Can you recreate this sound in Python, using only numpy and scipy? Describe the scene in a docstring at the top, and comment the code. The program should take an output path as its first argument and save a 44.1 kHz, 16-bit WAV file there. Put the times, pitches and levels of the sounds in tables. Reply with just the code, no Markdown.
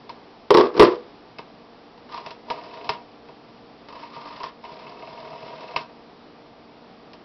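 """A light knock over a fan's hum; then a telephone handset is lifted off its cradle and dropped on a wooden
desk, overloading a small microphone. The rotary dial is wound and let go twice: gears rattle in the housing
and the dial knocks on its stops. Blows and dense random contacts ring resonant modes, with noise for cracks
and scrapes; wavering tones and steady noise make the computer fan. All is heard in a small room."""
import sys
import numpy as np
from scipy import signal
from scipy.fft import rfft, irfft, next_fast_len
from scipy.io import wavfile

SR = 44100
rng = np.random.default_rng(int(sys.argv[2]) if len(sys.argv) > 2 else 0)


def transcribe(u):
    """Save the signal u as a 16-bit wav file named by the first command-line argument.

    u: samples, shape (n,) or (channels, n), limited to [-1, 1]; the rate is SR.
    q: integer samples, one column per channel.
    """
    v = np.clip(np.atleast_2d(u).T, -1, 1)
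    q = np.round(v * 32767).astype(np.int16)
    wavfile.write(sys.argv[1], SR, q)


def volts_from_decibels(level):
    """Turn decibel levels (scalar or array-like) into linear amplitude factors."""
    exponent = np.asarray(level, float) / 20
    return 10 ** exponent


N = 319284

# handset knocking on cradle and desk: t/s, blow level/dB, crack trim/dB, shell mode trim/dB (re blow)
HANDSET_THUDS = [(0.094, -44, -9, -8), (0.505, 0.5, -15, -9), (0.512, -1.5, -36, -14),
                 (0.542, -9, -7, -11.5), (0.547, -1.5, -26, -1), (0.571, -3.5, -11.5, -2.5),
                 (0.583, -2, -18.5, -9), (0.596, -2.5, -27, -19), (0.609, -5, -18.5, -6.5),
                 (0.634, -8.5, -29, -19.5), (0.669, -21.5, -16.5, -24), (0.767, -15, -15.5, -6.5),
                 (0.776, -9.5, -18, -14), (0.795, 13.5, -17.5, -15), (0.803, 5, -31.5, -11.5),
                 (0.81, -7, -6.5, -4.5), (0.821, 3, -22, -5), (0.83, 0.5, -23, -13),
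                 (0.839, -0.5, -24, -22), (0.849, -3.5, -22, -15), (0.869, -10.5, -23, -20),
                 (0.919, -23.5, -15, -15), (1.388, -38, -7, -7)]
# finger, finger stop and rest stop knocking the dial, stray taps:
# t/s, blow level/dB, crack trim/dB, low mode trim/dB, bright mode trim/dB (re blow)
DIAL_KNOCKS = [(0.093, -29, -14, -27, -13), (1.385, -30, -12.5, 0, -6), (1.977, -44, -13, -13, -13),
               (2.09, -41, -12.5, 0, -18), (2.122, -35, -16, -10, -30), (2.142, -27.5, -15.5, -15, -31),
               (2.176, -29.5, -15.5, -16, -30), (2.262, -28, -11, -0.5, -12.5),
               (2.306, -34, -7.5, -10, -21), (2.483, -37, -22, -8, -12), (2.501, -16.5, -16, -10, -13.5),
               (2.734, -50, -1, -4, -18), (2.772, -37.5, -14, -5, -14), (2.891, -15.5, -11.5, -2, -6),
               (2.933, -34, -15, -17, -23), (3.286, -39, -17, 5, -12), (3.885, -36, -14, -7, -8),
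               (3.925, -32.5, -21, -17, -16), (3.953, -35, -19, -13, -12), (4.034, -43.5, -10, -13, 2),
               (4.162, -33, -19, 2, -16), (4.252, -32, -21, -13, -21), (4.272, -35.5, -31, -27, -29),
               (4.298, -40, -18, -14, -16), (4.325, -38, -19, -13, -22), (4.364, -35.5, -15, -9.5, -17),
               (4.401, -34, -14, -16, -14), (4.433, -25.5, -11, -1, -19), (4.473, -51.5, -14, -10, -21),
               (4.639, -34, -18, -14, -14), (4.649, -35, -16, -12, -5.5), (5.761, -14.5, -13.5, -13, -5),
               (5.808, -36, -14, 3, -14), (7.133, -43.5, -4, 3, -18)]
# desk and handset modes: f/Hz, level/dB, t60/s
DESK_MODES = [(140, -33, 0.089), (304, -24.5, .12), (367.2, 0.5, 0.18), (411.7, 0.5, 0.12),
              (457.4, -7, 0.14), (486, -4, 0.2), (557, -12.5, 0.078), (600, -12, 0.18), (682.5, -10, 0.089),
              (834, -9, 0.036), (919, -11.5, 0.085), (968, -14, 0.061), (1015, -7.5, 0.06),
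              (1127, -10.5, 0.11), (1189, -16.5, 0.091), (1320, -32, 0.15), (1600, -29, 0.046),
              (1980, -30, 0.075)]
# telephone housing and dial plate modes: f/Hz, level/dB, t60/s
HOUSING_MODES = [(150, 3, 0.1), (425, -6.5, 0.1), (497, -10.5, 0.14), (644, -1, 0.088), (708, -1.5, 0.05),
                 (862, -10.5, 0.028), (951, 4.5, 0.09), (1048, 2, 0.048), (1192, -4, 0.067),
                 (1650, -37, 0.017), (2175, -11.5, 0.032), (2624, -9, 0.042), (2965, -18.5, 0.062),
                 (3480, -20.5, 0.012), (4090, -11.5, .02), (5040, -7.5, 0.017)]
# crack and scrape spectrum: f/Hz, relative density/dB per Hz
CRACK_SPECTRUM = [(800, -8), (1400, -4.5), (2000, -3), (2700, -4), (3500, -4.5), (4500, -5.5), (5200, -4),
                  (7000, -8)]
# room noise spectrum: f/Hz, relative density/dB per Hz
AIR_SPECTRUM = [(20, -25), (45, -13), (85, -17.5), (120, -10), (200, -6), (300, -6), (450, -6.5), (580, -9),
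                (690, -5), (1000, -10.5), (1250, -14), (1500, -18.5), (3000, -22), (4500, -23),
                (5600, -22.5), (8000, -25)]
# fan tones: multiple of turning rate, mid level/dB rms
FAN_TONES = [(1, -81), (2, -76.5), (4, -59), (5, -60.5), (7, -64), (8, -60), (20, -69), (43, -78.5)]
# hand shifting handset and cord: start t/s, end t/s, start level/dB, end level/dB
HANDSET_SHIFTS = [(0.0, .47, -83, -99), (.735, .795, -51, -55), (1.0, 1.37, -87, -98)]
# dial wound by the finger: start t/s, end t/s, start gear load/dB, end gear load/dB
DIAL_WINDS = [(2.09, 2.32, -41.5, -52), (3.87, 4.48, -48.5, -42)]
# dial running back to its rest stop: start t/s, end t/s, start gear load/dB, end gear load/dB
DIAL_RETURNS = [(2.449, 2.891, -48.5, -47.5), (4.607, 5.761, -48.5, -45.5)]
# contacts of one dial pulse, counted back from the rest stop:
# level re gear load/dB, crack trim/dB, low mode trim/dB, bright mode trim/dB
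CAM_CONTACTS = [(7.3, -31, 8.5, -7), (5.2, -9, -13, -22.5), (6.6, -18.5, 0, -3), (0.1, -15, -6, -11)]

# handset; after each thud it keeps rocking and scraping
SHELL_MODES_OVER_HZ, THUD_CONTACT_S, HAND_DAMPED_SHARE = 780, 0.003, 0.57
ROCK_DB, ROCK_T60_S, SKID_DB, SKID_T60_S = -52, 0.27, -25, 0.33
SHIFT_SCRAPE_DB = 6.5

# dial
LOW_MODES_UNDER_HZ, PLATE_MODES_OVER_HZ, BASE_MODE_UNDER_HZ = 780, 1000, 300
BRIGHT_MODES_HZ = 2000, 3000
KNOCK_CONTACT_S, DIAL_CRACK_T60_S, DIAL_BUZZ_DB = 0.008106, 0.058, -11
SHAKE_DB, SHAKE_T60_S = -20.5, 0.28   # gears shaken loose by a knock
TURN_EDGE_S, FINGER_UNEVEN_DB = 0.027, 2.5
SLACK_DB_PER_S = 3   # low modes swell as the spring slackens
BASE_RATTLE_DB = -8.5
# low, middle, plate, scrape drive re gear load/dB
WINDING_DRIVE_DB, RETURN_DRIVE_DB = (-8.5, -1.5, 3, -1.5), (4, -1.3, -4.5, -2)
CONTACT_HZ, CAM_JITTER_S, CAM_SPREAD_DB, CAM_ENGAGES_S = 39.2, 0.00146, 3, 0.086
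JOLT_DB, JOLT_HZ = -21.5, 71

# background, room, microphone
FAN_HZ, AIR_DB = 58.7, -48
ROOM_T60_S, ROOM_DB, WALL_CUT_HZ = 0.26, -20, 5500
BASS_CUT_HZ, MIC_CUT_HZ, MIC_STOP_HZ = 282, 5350, 6644
INPUT_TOP, OUTPUT_TOP = 0.682, 0.70   # full scale = 1


def handset():
    """A thud reaches the modes at scattered times during contact; the hand damps a share; clatter fills gaps."""
    times, peak_db, crack_db, shell_db = np.transpose(HANDSET_THUDS)
    shifting = strokes(HANDSET_SHIFTS, edge_s=0.036)
    delays_s = rng.random((len(times), len(DESK_MODES))) * THUD_CONTACT_S
    strength_db = rng.normal(0, 0.67, delays_s.shape)
    rocking = dying(times, np.minimum(peak_db, 0) + ROCK_DB, ROCK_T60_S)
    rattle = grains(per_s=580, spread_db=0.0) * (shifting + rocking)
    skidding = dying(times, peak_db + crack_db + SKID_DB, SKID_T60_S)
    scrape = volts_from_decibels(SHIFT_SCRAPE_DB) * shifting + skidding
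    out = cracks(times, peak_db + crack_db + 4.0, t60_s=0.029, tail_db=-26)
    out += coloured(CRACK_SPECTRUM) * scrape * volts_from_decibels(3.6 * drift(60))
    for k, (hz, level_db, t60_s) in enumerate(DESK_MODES):
        blow_db = peak_db + strength_db[:, k] - 6.5
        if hz > SHELL_MODES_OVER_HZ:
            blow_db = blow_db + shell_db + 11.0
        blows = clicks(times + delays_s[:, k], blow_db)
        free = ring((1 - HAND_DAMPED_SHARE) * blows + rattle, hz, t60_s)
        damped = ring(HAND_DAMPED_SHARE * blows, hz, 0.39 * t60_s)
        out += volts_from_decibels(level_db) * (free + damped)
    return out


def dial():
    """Knocks and dense tooth contacts share the housing modes; sliding adds a scrape."""
    times, peak_db, crack_db, low_db, bright_db = np.hstack([np.transpose(DIAL_KNOCKS), cam()])
    winding = strokes(DIAL_WINDS, TURN_EDGE_S) * volts_from_decibels(FINGER_UNEVEN_DB * drift(40))
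    shaken = dying(times, peak_db + SHAKE_DB, SHAKE_T60_S)
    returning = strokes(DIAL_RETURNS, TURN_EDGE_S) + shaken
    low_drive, middle_drive, plate_drive, scrape = [
        volts_from_decibels(wind_db) * winding + volts_from_decibels(return_db) * returning
        for wind_db, return_db in zip(WINDING_DRIVE_DB, RETURN_DRIVE_DB)]
    swell_db = SLACK_DB_PER_S * slack_s()
    teeth = [grains(per_s=600, spread_db=4.0) for gear in range(3)]
    delays_s = rng.random((len(times), len(HOUSING_MODES))) * KNOCK_CONTACT_S
    strength_db = rng.normal(0, 1.46, delays_s.shape)
    out = cracks(times, peak_db + crack_db + 5.5, DIAL_CRACK_T60_S, DIAL_BUZZ_DB)
    for k, (hz, level_db, t60_s) in enumerate(HOUSING_MODES):
        blow_db = peak_db + strength_db[:, k] - 6.5
        spread = 1
        if hz < LOW_MODES_UNDER_HZ:
            blow_db = blow_db + low_db
            base_db = BASE_RATTLE_DB if hz < BASE_MODE_UNDER_HZ else 0
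            drive = low_drive * volts_from_decibels(swell_db + base_db)
        elif hz > 2 * LOW_MODES_UNDER_HZ:
            bright = BRIGHT_MODES_HZ[0] < hz < BRIGHT_MODES_HZ[1]
            blow_db = blow_db + (bright_db + 14.5 if bright else crack_db + 15)
            spread = 0.3   # the treble speaks first
            drive = scrape
        else:   # the finger's load shifts the rattle to the plate
            drive = plate_drive if hz > PLATE_MODES_OVER_HZ else middle_drive
        blows = clicks(times + delays_s[:, k] * spread, blow_db)
        rattle = teeth[k % 3] * drive * volts_from_decibels(-26.5)
        out += volts_from_decibels(level_db) * ring(blows + rattle, hz, t60_s)
    grit_db = 2 * drift(40)
    return out + coloured(CRACK_SPECTRUM) * scrape * volts_from_decibels(-2.5 + grit_db)


def slack_s():
    """Minus the time left in each return of the dial; 0 elsewhere."""
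    t = np.arange(N) / SR
    return sum(np.interp(t, [start, end, end + TURN_EDGE_S], [start - end, 0, 0], 0, 0)
               for start, end, *_ in DIAL_RETURNS)


def cam():
    """Pulse contacts as the dial runs back: knock columns, near-regular, silent until the cam engages."""
    rows, back = [], np.arange(1, 45)
    for start, end, first_db, last_db in DIAL_RETURNS:
        chance = rng.standard_normal((len(back), 2))
        times = end - back / CONTACT_HZ + CAM_JITTER_S * chance[:, 0]
        contacts = np.array(CAM_CONTACTS)[(back - 1) % len(CAM_CONTACTS)]
        contact_db, crack_db, low_db, bright_db = contacts.T
        load_db = np.interp(times, [start, end], [first_db, last_db])
        peak_db = contact_db + load_db + CAM_SPREAD_DB * chance[:, 1]
        peak_db = np.where(times > start + CAM_ENGAGES_S, peak_db, -200)
        low_db = low_db - SLACK_DB_PER_S * (end - times)
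        rows.append([times, peak_db, crack_db, low_db, bright_db])
    return np.hstack(rows)


def jolts():
    """Each tabled dial knock pushes the desk once: one deep, fast-dying mode."""
    times, peak_db, *_ = np.transpose(DIAL_KNOCKS)
    return ring(clicks(times, peak_db + JOLT_DB), JOLT_HZ, t60_s=0.043)


def fan():
    """Wavering tones at multiples of the turning rate over air noise."""
    phase = 2 * np.pi * np.cumsum(FAN_HZ * (1 + 0.00201 * drift(1.7))) / SR
    tones = 0
    for multiple, level_db in FAN_TONES:
        gain = np.sqrt(2) * volts_from_decibels(level_db + 2.24 * drift(3.6))
        tones = tones + gain * np.sin(multiple * phase + rng.uniform(0, 2 * np.pi))
    sway_db = 0.4 * drift(4)
    return tones + volts_from_decibels(AIR_DB + sway_db) * coloured(AIR_SPECTRUM)


def room(x):
    """Ten feedback delays, duller on every round."""
    size = next_fast_len(N + SR)
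    turn = np.exp(-2j * np.pi * np.fft.rfftfreq(size))   # one-sample delay
    pole = np.exp(-2 * np.pi * WALL_CUT_HZ / SR)
    wall = (1 - pole) / (1 - pole * turn)
    response = 0
    for k, lag in enumerate((np.geomspace(0.009, 0.031, 10) * SR).astype(int)):
        loop = volts_from_decibels(-60 * lag / SR / ROOM_T60_S) * wall * turn ** lag
        response = response + (-1) ** k * loop / (1 - loop)
    return irfft(rfft(x, size) * response, size)[:N]


def cracks(times, levels_db, t60_s, tail_db):
    """Bright noise that starts at each blow and dies fast, with a weaker buzz after it."""
    sharp = dying(times, levels_db, t60_s)
    buzz = volts_from_decibels(tail_db) * dying(times, levels_db, 0.2)
    return coloured(CRACK_SPECTRUM) * (sharp + buzz)


def grains(per_s, spread_db):
    """Random contacts at a wavering rate about per_s, random sign, sizes spread by spread_db, rms 1."""
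    sizes = volts_from_decibels(spread_db * np.minimum(rng.exponential(1, N), 4)) * rng.choice([-1, 1], N)
    hits = rng.random(N) < per_s * volts_from_decibels(3 * drift(15)) / SR
    return rms_one(sizes * hits)


def ring(force, hz, t60_s):
    """Two-pole resonator: a unit click sets a decaying sine of initial height 1 ringing."""
    r, w = volts_from_decibels(-60 / (t60_s * SR)), 2 * np.pi * hz / SR
    return signal.lfilter([0, np.sin(w)], [1, -2 * r * np.cos(w), r * r], force + 1e-18)


def clicks(times, levels_db):
    """One click for each time."""
    out = np.zeros(N)
    np.add.at(out, (np.asarray(times) * SR).astype(int), volts_from_decibels(levels_db))
    return out


def dying(times, levels_db, t60_s):
    """An envelope that jumps at each blow and dies away exponentially."""
    return signal.lfilter([1], [1, -volts_from_decibels(-60 / (t60_s * SR))], clicks(times, levels_db) + 1e-18)


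def strokes(rows, edge_s):
    """Gain of movements whose level runs straight in dB, with soft ends."""
    t, gain = np.arange(N) / SR, 0
    for start, end, first_db, last_db in rows:
        edges = np.clip(np.minimum(t - start, end + edge_s - t) / edge_s, 0, 1)
        gain = gain + volts_from_decibels(np.interp(t, [start, end], [first_db, last_db])) * edges
    return gain


def coloured(spectrum):
    """Steady noise with the given spectrum, rms 1."""
    hz, level_db = np.transpose(spectrum)
    grid_hz = np.maximum(np.fft.rfftfreq(N, 1 / SR), 1)
    gain = volts_from_decibels(np.interp(np.log(grid_hz), np.log(hz), level_db))
    return rms_one(irfft(rfft(rng.standard_normal(N)) * gain, N))


def drift(rate_hz):
    """Slow random wander, rms 1: noise through two equal poles at rate_hz, made at SR / 40."""
    r = np.exp(-80 * np.pi * rate_hz / SR)
    noise = rng.standard_normal(N // 40 + 2002)
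    slow = signal.lfilter([1], [1, -2 * r, r * r], noise)[2000:]   # skip the run-in
    return np.interp(np.arange(N) / 40, np.arange(len(slow)), rms_one(slow))


def rms_one(x):
    """Scale to rms 1."""
    return x / np.sqrt(np.mean(x ** 2) + 1e-20)


def scene():
    """Handset and dial, too small to radiate bass, in the room over desk jolts and fan."""
    bass_cut = signal.butter(2, BASS_CUT_HZ, "high", fs=SR, output="sos")
    near = signal.sosfilt(bass_cut, handset() + dial())
    return (near + volts_from_decibels(ROOM_DB) * room(near) + jolts() + fan())[None]


def band_limit(x):
    """A steep low-pass at the top of the band."""
    return signal.sosfilt(signal.butter(12, 16980, fs=SR, output="sos"), x)


def record(dry):
    """The input overloads, the top is cut steeply, and the filter's overshoot clips once more."""
    overloaded = np.clip(dry, -INPUT_TOP, INPUT_TOP)
    narrow = signal.sosfilt(signal.butter(8, MIC_CUT_HZ, fs=SR, output="sos"), overloaded)
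    narrow = signal.sosfilt(signal.cheby2(10, 50, MIC_STOP_HZ, fs=SR, output="sos"), narrow)
    mix = np.clip(narrow, -OUTPUT_TOP, OUTPUT_TOP)
    return band_limit(mix)


dry = scene()
out = record(dry)
transcribe(out)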